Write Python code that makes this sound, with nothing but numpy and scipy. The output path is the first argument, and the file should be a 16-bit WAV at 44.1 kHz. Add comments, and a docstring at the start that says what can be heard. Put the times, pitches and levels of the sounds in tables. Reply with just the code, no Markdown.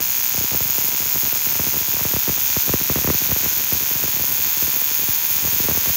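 """An ignition unit on a workshop bench fires roughly 63 to 81 sparks a second across a plug gap.
Its rate follows its supply, with surges and an overall rise. Each breakdown is an impulse plus arc noise,
coloured by short rings of the plug, bench and wall reflections and a short diffuse tail.
Some sparks jolt the microphone into timed, dispersed thumps, strong to faint, that fall in pitch; soft thumps
flutter between them by chance. Steady noise gives the still air of the workshop."""
import sys
import numpy as np
from scipy import signal
from scipy.fft import rfft, irfft, next_fast_len
from scipy.io import wavfile
from scipy.ndimage import uniform_filter1d

SR = 44100
rng = np.random.default_rng(int(sys.argv[2]) if len(sys.argv) > 2 else 0)


def wav_out(sig):
    """Save sig, one row per channel (or a flat mono array), as 16-bit PCM at SR to the path in sys.argv[1]."""
    wavfile.write(sys.argv[1], SR, np.round(np.clip(np.atleast_2d(sig).T, -1, 1) * 32767).astype(np.int16))


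N = 263178

# nominal repetition rate of the oscillator: (t/s, firing rate/Hz)
FIRING_RATE = [(0.0, 66), (0.3, 63), (0.42, 63), (0.7, 66.3), (1.25, 69), (1.42, 75.5), (1.6, 70),
               (2.1, 71), (2.62, 70.5), (2.9, 66.4), (3.3, 69), (3.48, 79), (3.7, 69), (4.4, 70.3),
               (4.62, 81), (4.72, 70.5), (5.15, 74.2), (5.97, 81)]
# timed thumps, from strong to faint: (t/s, relative low-thump level/dB, relative opening-pop level/dB)
TIMED_THUMPS = [(0.001, -17, -11), (0.0115, -26, -15), (0.3439, -17, -9), (0.377, -10, -7),
                (0.408, -10, -14.5), (0.4395, -14.5, -13), (0.5153, -11.5, -10), (0.5311, -13.5, -8),
                (0.5451, -8.5, -5), (0.5604, -22, -14.5), (0.6051, -10, -6.5), (0.649, -16, -23),
                (0.6916, -17, -14), (0.752, -23, -12), (0.7815, -11, -6.5), (0.8104, -23, -10),
                (0.8397, -14, -21), (0.8543, -21.5, -19.5), (0.883, -18, -20.5), (0.9112, -22.5, -15),
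                (0.9254, -19, -17), (0.9408, -20.5, -17.5), (0.9993, -19.0, -14.5), (1.0137, -19.0, -15.0),
                (1.027, -23.5, -9), (1.0563, -16.0, -14.5), (1.1131, -28, -15), (1.1412, -18, -20.0),
                (1.1555, -12.5, -6), (1.1707, -20.5, -20), (1.229, -16.0, -11), (1.2426, -17.5, -16.5),
                (1.2593, -19.5, -9), (1.2736, -17.5, -17.0), (1.3265, -14.5, -8), (1.357, -23, -8),
                (1.466, -13, -14.5), (1.4798, -21.0, -16.0), (1.4946, -21, -22), (1.509, -18, -14),
                (1.5241, -18.0, -11), (1.5524, -19, -6), (1.5647, -25, -18), (1.5938, -7.0, -1.5),
                (1.608, -18, -15.5), (1.637, -16, -20), (1.6512, -20, -20.0), (1.666, -12, -9),
                (1.6802, -18.5, -13), (1.7394, -15, -6), (1.7525, -16, -17.5), (1.7669, -12.5, -10),
                (1.8086, -16.5, -24), (1.8238, -26, -16.0), (1.881, -16, -11), (1.938, -13.5, -15.0),
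                (1.9666, -15.5, -6), (1.9935, -30, -6), (2.0077, -12.5, -5), (2.0503, -6, -3.5),
                (2.0645, -29, -10), (2.0786, -23.0, -17), (2.107, -20, -23), (2.1357, -6.0, -4.5),
                (2.163, -7.0, -2.5), (2.2768, -7, -6), (2.2925, -5.5, -2.5), (2.305, -33, -17.5),
                (2.3196, -19, -16.5), (2.3773, -19, -9), (2.493, -22, -22.5), (2.5649, -5, -2),
                (2.636, -23, -23.0), (2.6771, -11, -14.5), (2.6921, -4, -1.5), (2.7216, -21.0, -24),
                (2.7365, -0.5, 1.5), (2.7501, -21, -17.0), (2.809, -11.5, -9), (2.8972, -3.0, 0.5),
                (2.9118, -10.0, -13), (2.9251, -23, -14.5), (2.9568, -3.5, -0.5), (2.971, -8, -8),
                (2.9855, -11, -4.5), (3.0127, -14.5, -14), (3.028, -30.0, -19.5), (3.0433, -4, -2.5),
                (3.0734, -4, 1.5), (3.0859, -4, -9.0), (3.1002, -2.5, 2), (3.1276, -18, -18),
                (3.1431, -11, -9), (3.216, -14, -11), (3.2589, -19, -11), (3.2884, -13, -12),
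                (3.3013, -13, -13.0), (3.3167, -4.5, -2.5), (3.3604, -11, -7), (3.4026, -20, -23.0),
                (3.4306, -16, -10), (3.444, -15, -16), (3.4582, -11.5, -5), (3.472, -21, -26),
                (3.5115, -22, -16.0), (3.5233, -22, -21.5), (3.5644, -20, -26), (3.5796, -28, -18.0),
                (3.5916, -20, -17.5), (3.6047, -21.5, -15), (3.6314, -22, -25.5), (3.721, -7.5, -7),
                (3.7343, -20, -13), (3.7484, -15.5, -14.5), (3.7629, -20, -21), (3.8058, -17, -19.5),
                (3.8204, -17, -19.0), (3.835, -23.0, -21.5), (3.8646, -25, -15), (3.909, -13.5, -15.0),
                (3.9363, -22, -18.5), (3.9512, -14.5, -12), (3.9658, -26, -11), (3.9943, -22, -17.0),
                (4.0216, -18.5, -14), (4.037, -10.0, -7), (4.0505, -18, -22), (4.0796, -19, -7),
                (4.136, -18.5, -19.0), (4.1501, -30, -20.5), (4.1639, -19, -12), (4.1793, -26, -17.5),
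                (4.1945, -14.5, -9), (4.2086, -14.5, -13.5), (4.2383, -18, -9), (4.2824, -22, -16.5),
                (4.2963, -20.0, -17.0), (4.3111, -21, -17.0), (4.3257, -19, -17.5), (4.3535, -29, -25),
                (4.3819, -24, -19.5), (4.3947, -19.5, -22), (4.4392, -24, -16), (4.454, -25, -18.0),
                (4.4689, -20.0, -18.5), (4.568, -18, -20), (4.6221, -13.5, -14.0), (4.6355, -23, -23),
                (4.6476, -18, -20), (4.6757, -15.5, -13), (4.6893, -22, -19.0), (4.733, -22.0, -19.0),
                (4.7468, -22, -18.5), (4.7622, -16, -18), (4.8168, -22, -11), (4.9102, -20.5, -16.5),
                (4.9905, -21, -16.5), (5.0169, -23, -26), (5.0306, -19.5, -18.0), (5.083, -12.5, -12),
                (5.2383, -21.5, -19), (5.3026, -19.0, -22), (5.3548, -22, -22), (5.3821, -26, -16),
                (5.4211, -18.5, -22), (5.4339, -17, -21), (5.4468, -9.5, -11), (5.4598, -26, -17.0),
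                (5.4736, -16, -6), (5.5224, -16.5, -15), (5.5343, -17.0, -17), (5.5589, -20, -23),
                (5.5984, -10.5, -6), (5.6233, -28, -23), (5.6368, -15, -16.0), (5.6481, -14, -16.0),
                (5.6843, -5.0, -1.5), (5.6975, -14, -8.0), (5.7102, -8.5, -4), (5.7227, -20, -16.0),
                (5.7488, -16, -8), (5.7609, -19.5, -20.0), (5.7727, -9.5, -6), (5.7971, -36, -20),
                (5.8195, -25, -24), (5.8576, -23, -7), (5.87, -12, -15.5), (5.8833, -18, -17.5),
                (5.8946, -11.5, -7.5)]
# spectrum of the spark source ahead of the workshop: (f/Hz, relative level/dB)
SPARK_COLOUR = [(50, -45), (150, -36), (550, -25.5), (800, -18), (1000, -14.5), (1220, -20), (1500, -14),
                (1830, -17), (2150, -14.5), (2420, -10.5), (3000, -14.5), (3450, -13), (3900, -15.5),
                (4900, -13), (5900, -10.5), (6300, -6), (6680, -4), (7050, -9), (7450, -16), (8100, -24),
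                (9200, -20), (11000, -17.5), (11900, -12.5), (12400, -8), (13100, -4.5), (14150, -5),
                (14800, 1.5), (15030, -2.5), (15450, 0.5), (15800, -0.5), (16300, -37)]
# spectrum shared by thumps and pops: (f/Hz, relative level/dB)
THUMP_COLOUR = [(25, -38), (42, -10), (80, 4.5), (130, 2), (400, -3.5), (620, -9), (850, -11), (1100, -16),
                (2300, -24), (6000, -37.5)]
# resonances of the plug and its bracket: (f/Hz, bandwidth/Hz, level re direct crack/dB)
PLUG_RINGS = [(1000, 70, -3), (2430, 214, 5), (6500, 390, -20)]
# reflections from clutter on the bench: (delay/ms, relative level/dB)
BENCH_PATHS = [(1.15, 0), (1.85, -1), (3.5, -8)]
# reflections from walls and shelves: (delay/ms, relative level/dB)
WALL_PATHS = [(6.05, -1), (7.0, -4), (7.33, -4), (7.72, -6), (8.45, 0), (8.9, -2), (9.7, -1)]
# spectral weight of the near, wall and diffuse paths against each other: (f/Hz, relative level/dB)
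NEAR_TILT = [(60, -1), (1000, 3), (1900, -0.5), (2450, 0.5), (3200, 1.5), (5000, -1.5), (7000, 5),
             (11000, -2.5), (15000, -8.5)]
WALL_TILT = [(60, -25), (500, -25), (1000, -15.5), (1900, -3), (2450, -10), (3000, 2.5), (6600, -7.5),
             (10000, -1.5), (14500, 7)]
ROOM_TILT = [(60, 3), (500, -5), (1000, 0), (1500, 0.5), (2400, 3.5), (3200, 4), (6000, 8.5), (10000, 4),
             (14500, 1)]
# slow change of the topmost hiss: (t/s, relative level/dB)
TOP_HISS = [(0, 1), (3.6, -1), (4.5, 1.6), (5.7, 1.5)]
# central peak level of the chance soft thumps: (t/s, level/dB)
SOFT_THUMPS = [(0.3, -36), (0.5, -22.5), (2.45, -29), (3.0, -23), (4.3, -31), (5.15, -31), (5.5, -29)]
# spectrum of the still workshop air: (f/Hz, relative level/dB)
AIR_COLOUR = [(28, -38), (70, 2), (200, -2), (600, -10), (2000, -15), (15000, -20.5)]

THUMP_LAG_S = .0069  # a thump starts as the wall echoes arrive
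SOFT_SHARE, SOFT_SPREAD_DB = .4, 3.5  # chance that an eligible spark thumps softly; level deviation
RECOIL, RECOIL_S = 0.54, 0.001282  # opposite rebound of a pop: share at 0 dB table level, delay
SIZZLE_HZ = 5000  # lower edge of the arc noise
DROOP_HZ = 1570  # below this the crack's lows come out late
BENCH_DB, BENCH_HZ = 0.5, 2700  # bench reflections: level, lower edge
TOP_HZ = 15740  # upper edge of the final sound

T = np.arange(N) / SR
SIZE = next_fast_len(N + SR)  # transform length, padded for tails
HZ = np.maximum(np.arange(SIZE // 2 + 1) * SR / SIZE, 1)


def undb(db):
    """Amplitude ratio: decibels become a linear gain."""
    return 10 ** (np.asarray(db) / 20)


def level(x, db):
    """Root-mean-square level: scale a signal to the stated value."""
    return x * undb(db) / np.sqrt(np.mean(x ** 2))


def colour(points):
    """Spectral envelope: interpolate decibels over logarithmic frequency."""
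    hz, db = np.transpose(points)
    return undb(np.interp(np.log(HZ), np.log(hz), db))


def through(x, response):
    """Linear filtering: multiply the spectrum by a frequency response."""
    return irfft(rfft(x, SIZE) * response, SIZE)[:N]


def clicks(times, sizes, order=8):
    """Band-limited impulses: windowed sincs may fall between samples."""
    at = np.asarray(times)[:, None] * SR
    taps = np.floor(at).astype(int) + np.arange(1 - order, order + 1)
    window = np.cos(np.pi * (taps - at) / (2 * order)) ** 2
    shape = np.sinc(taps - at) * window
    inside = (taps >= 0) & (taps < N)
    return np.bincount(taps[inside], (sizes[:, None] * shape)[inside], N)


def firing_times(scatter_s):
    """Relaxation oscillation: phase drifts to meet each timed thump; other breakdowns come early or late."""
    turns = np.cumsum(np.interp(T, *np.transpose(FIRING_RATE))) / SR
    timed = np.transpose(TIMED_THUMPS)[0] - THUMP_LAG_S
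    at_timed = np.interp(timed, T, turns)
    # each spark with a timed thump takes a whole number of turns
    steps = np.maximum(1, np.round(np.diff(at_timed, prepend=0)))
    whole = np.cumsum(steps)
    turns = turns + np.interp(T, timed, whole - at_timed)
    firings = np.arange(np.ceil(turns[0]), turns[-1])
    untimed = ~np.isin(firings, whole)
    stray = scatter_s * rng.laplace(size=SR)[:len(firings)] * untimed
    return np.sort(np.interp(firings, turns, T) + stray)


def strengths(times, charge, spread_db):
    """Charge storage: a spark that comes late has stored more charge and cracks louder."""
    rate = np.interp(times[1:], *np.transpose(FIRING_RATE))
    wait = np.r_[1, np.diff(times) * rate]  # in nominal periods
    chance = undb(spread_db * rng.standard_normal(SR)[:len(times)])
    return wait ** charge * chance


def sparks(times, sizes, sizzle_db, sizzle_s, crack_db):
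    """Electrical breakdown: a thin snap plus decaying arc noise that is new every time."""
    cracks = clicks(times, sizes)
    # energy decays twice as fast as amplitude
    arc_energy = signal.lfilter([1], [1, -np.exp(-2 / (sizzle_s * SR))], cracks ** 2)
    arc = np.sqrt(arc_energy) * rng.standard_normal(N)
    sizzle = through(arc, 1 / (1 + (SIZZLE_HZ / HZ) ** 2))
    source = level(cracks, 0) + level(sizzle, sizzle_db)
    sound = workshop(through(source, colour(SPARK_COLOUR)), t60_s=0.26, build_s=0.0042, droop_cycles=1.1)
    top = through(sound, 1 - 1 / (1 + (HZ / 15100) ** 200))  # the hiss above 15.1 kHz
    hiss_gain = undb(np.interp(T, *np.transpose(TOP_HISS)))
    return level(sound - top + hiss_gain * top, crack_db)


def plug_rings():
    """Damped resonance: the crack excites the modes of the plug and its bracket."""
    return sum(undb(db) / (1 + 1j * (HZ ** 2 - hz ** 2) / (HZ * width)) for hz, width, db in PLUG_RINGS)


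def echoes(paths):
    """Specular reflection: a few delayed paths whose gains have unit energy in all."""
    ms, db = np.transpose(paths)
    seconds = ms / 1000
    gains = undb(db) / np.linalg.norm(undb(db))
    return sum(g * np.exp(-2j * np.pi * HZ * s) for s, g in zip(seconds, gains))


def scatter(length_s):
    """Rough-surface scattering: random delay over frequency spreads a click but keeps its colour."""
    knots = np.arange(0, SR / 2, 500)
    delay = length_s * np.interp(HZ, knots, rng.uniform(-1, 1, len(knots)))
    return np.exp(-2j * np.pi * np.cumsum(delay) * SR / SIZE)


def workshop(source, t60_s, build_s, droop_cycles, count=4):
    """Room response: near sound, reflections and a drifting diffuse tail spread the crack in time."""
    bench_edge = 1 / (1 + (BENCH_HZ / HZ) ** 4)
    bench = echoes(BENCH_PATHS) * scatter(.00028) * undb(BENCH_DB) * bench_edge
    low = np.minimum(HZ / DROOP_HZ, 1)
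    droop = np.exp(-2j * np.pi * droop_cycles * (np.log(low) - low + 1))
    near = (1 + plug_rings() + bench) * scatter(.00025) * droop * colour(NEAR_TILT)
    early = near + echoes(WALL_PATHS) * scatter(.0005) * colour(WALL_TILT)
    build = 1 - np.exp(-(T / build_s) ** 2)
    fade = np.exp(-np.log(1000) * T / t60_s) * build
    tilt, out = colour(ROOM_TILT), 0
    for k in range(count):  # one tail gives way to the next
        tail = rng.standard_normal(N) * fade
        tail = rfft(tail / np.linalg.norm(tail), SIZE) * tilt
        # dividing by the smoothed spectrum keeps the crack's broad colour
        broad = np.sqrt(uniform_filter1d(np.abs(early + tail) ** 2, size=1500))
        share = np.maximum(0, 1 - np.abs(T / T[-1] * (count - 1) - k))
        out = out + share * through(source, early / broad)
        out = out + np.sqrt(share) * through(source, tail / broad)
    return out


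def thumps(times, usual_db, thump_db, pop_db, pop_hz, again, again_s, lag_cycles):
    """Dispersion: sparks nudge or jolt the microphone; lows lag the pop, so each pulse falls in pitch."""
    s, low_db, high_db = np.transpose(TIMED_THUMPS)
    nudge_sizes = undb(usual_db) * rng.standard_normal(SR)[:len(times)]
    nudges = clicks(times + THUMP_LAG_S, nudge_sizes)
    # a later echo pushes or pulls once more, which gives each thump its own colour
    late, push = rng.uniform(-1, 1, (SR, 2))[:len(s)].T
    size = undb(low_db + thump_db)
    second = clicks(s + again_s * (1 + late / 2), size * again * push)
    blows = clicks(s, size) + second + flutter(times) + nudges
    # a pop springs back, the more the stronger it is
    pop = undb(high_db + pop_db)
    recoil = pop * np.minimum(RECOIL * undb(high_db), 1)
    pops = clicks(s, pop) - clicks(s + RECOIL_S, recoil)
    shape, lows = colour(THUMP_COLOUR), 1 / (1 + (HZ / pop_hz) ** 6)
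    # each frequency is late by the same number of its own cycles
    smear = np.exp(-2j * np.pi * lag_cycles * np.log(HZ / 1080))
    pulse = irfft(smear * shape / shape.mean(), SIZE)
    age = np.minimum(np.arange(SIZE), SIZE - np.arange(SIZE)) / SR
    fall = rfft(pulse / (1 + (age / .03) ** 8))  # fades steeply around 30 ms
    return through(blows, fall * lows) + through(pops, fall * (1 - lows))


def flutter(times):
    """Random excitation: a chance share of the sparks between the timed thumps gives soft ones."""
    s = times + THUMP_LAG_S
    luck, spread = rng.random(SR)[:len(s)], rng.standard_normal(SR)[:len(s)]
    nearest_timed = np.abs(s[:, None] - np.transpose(TIMED_THUMPS)[0]).min(axis=1)
    between = nearest_timed > THUMP_LAG_S
    peak_db = np.interp(s, *np.transpose(SOFT_THUMPS)) + SOFT_SPREAD_DB * spread
    return clicks(s, undb(peak_db) * between * (luck < SOFT_SHARE))


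def still_air(air_db):
    """Stationary noise: white noise shaped to the quiet background of the workshop."""
    return level(through(rng.standard_normal(N), colour(AIR_COLOUR)), air_db)


def scene():
    """Superposition: sparks, their thumps and the still air add linearly."""
    times = firing_times(scatter_s=.00022)
    sizes = strengths(times, charge=0.34, spread_db=0.65)
    crackle = sparks(times, sizes, sizzle_db=-12.5, sizzle_s=0.0003, crack_db=-19.0)
    low = thumps(times, usual_db=-33.5, thump_db=1, pop_db=-1.5, pop_hz=576,
                 again=0.61, again_s=0.0012, lag_cycles=1.524)
    return (crackle + low + still_air(air_db=-44))[None]


def record(dry):
    """Low-pass filtering: the sound ends steeply just below 15.8 kHz."""
    return through(dry[0], 1 / np.sqrt(1 + (HZ / TOP_HZ) ** 1400))[None]


dry = scene()
out = record(dry)
wav_out(out)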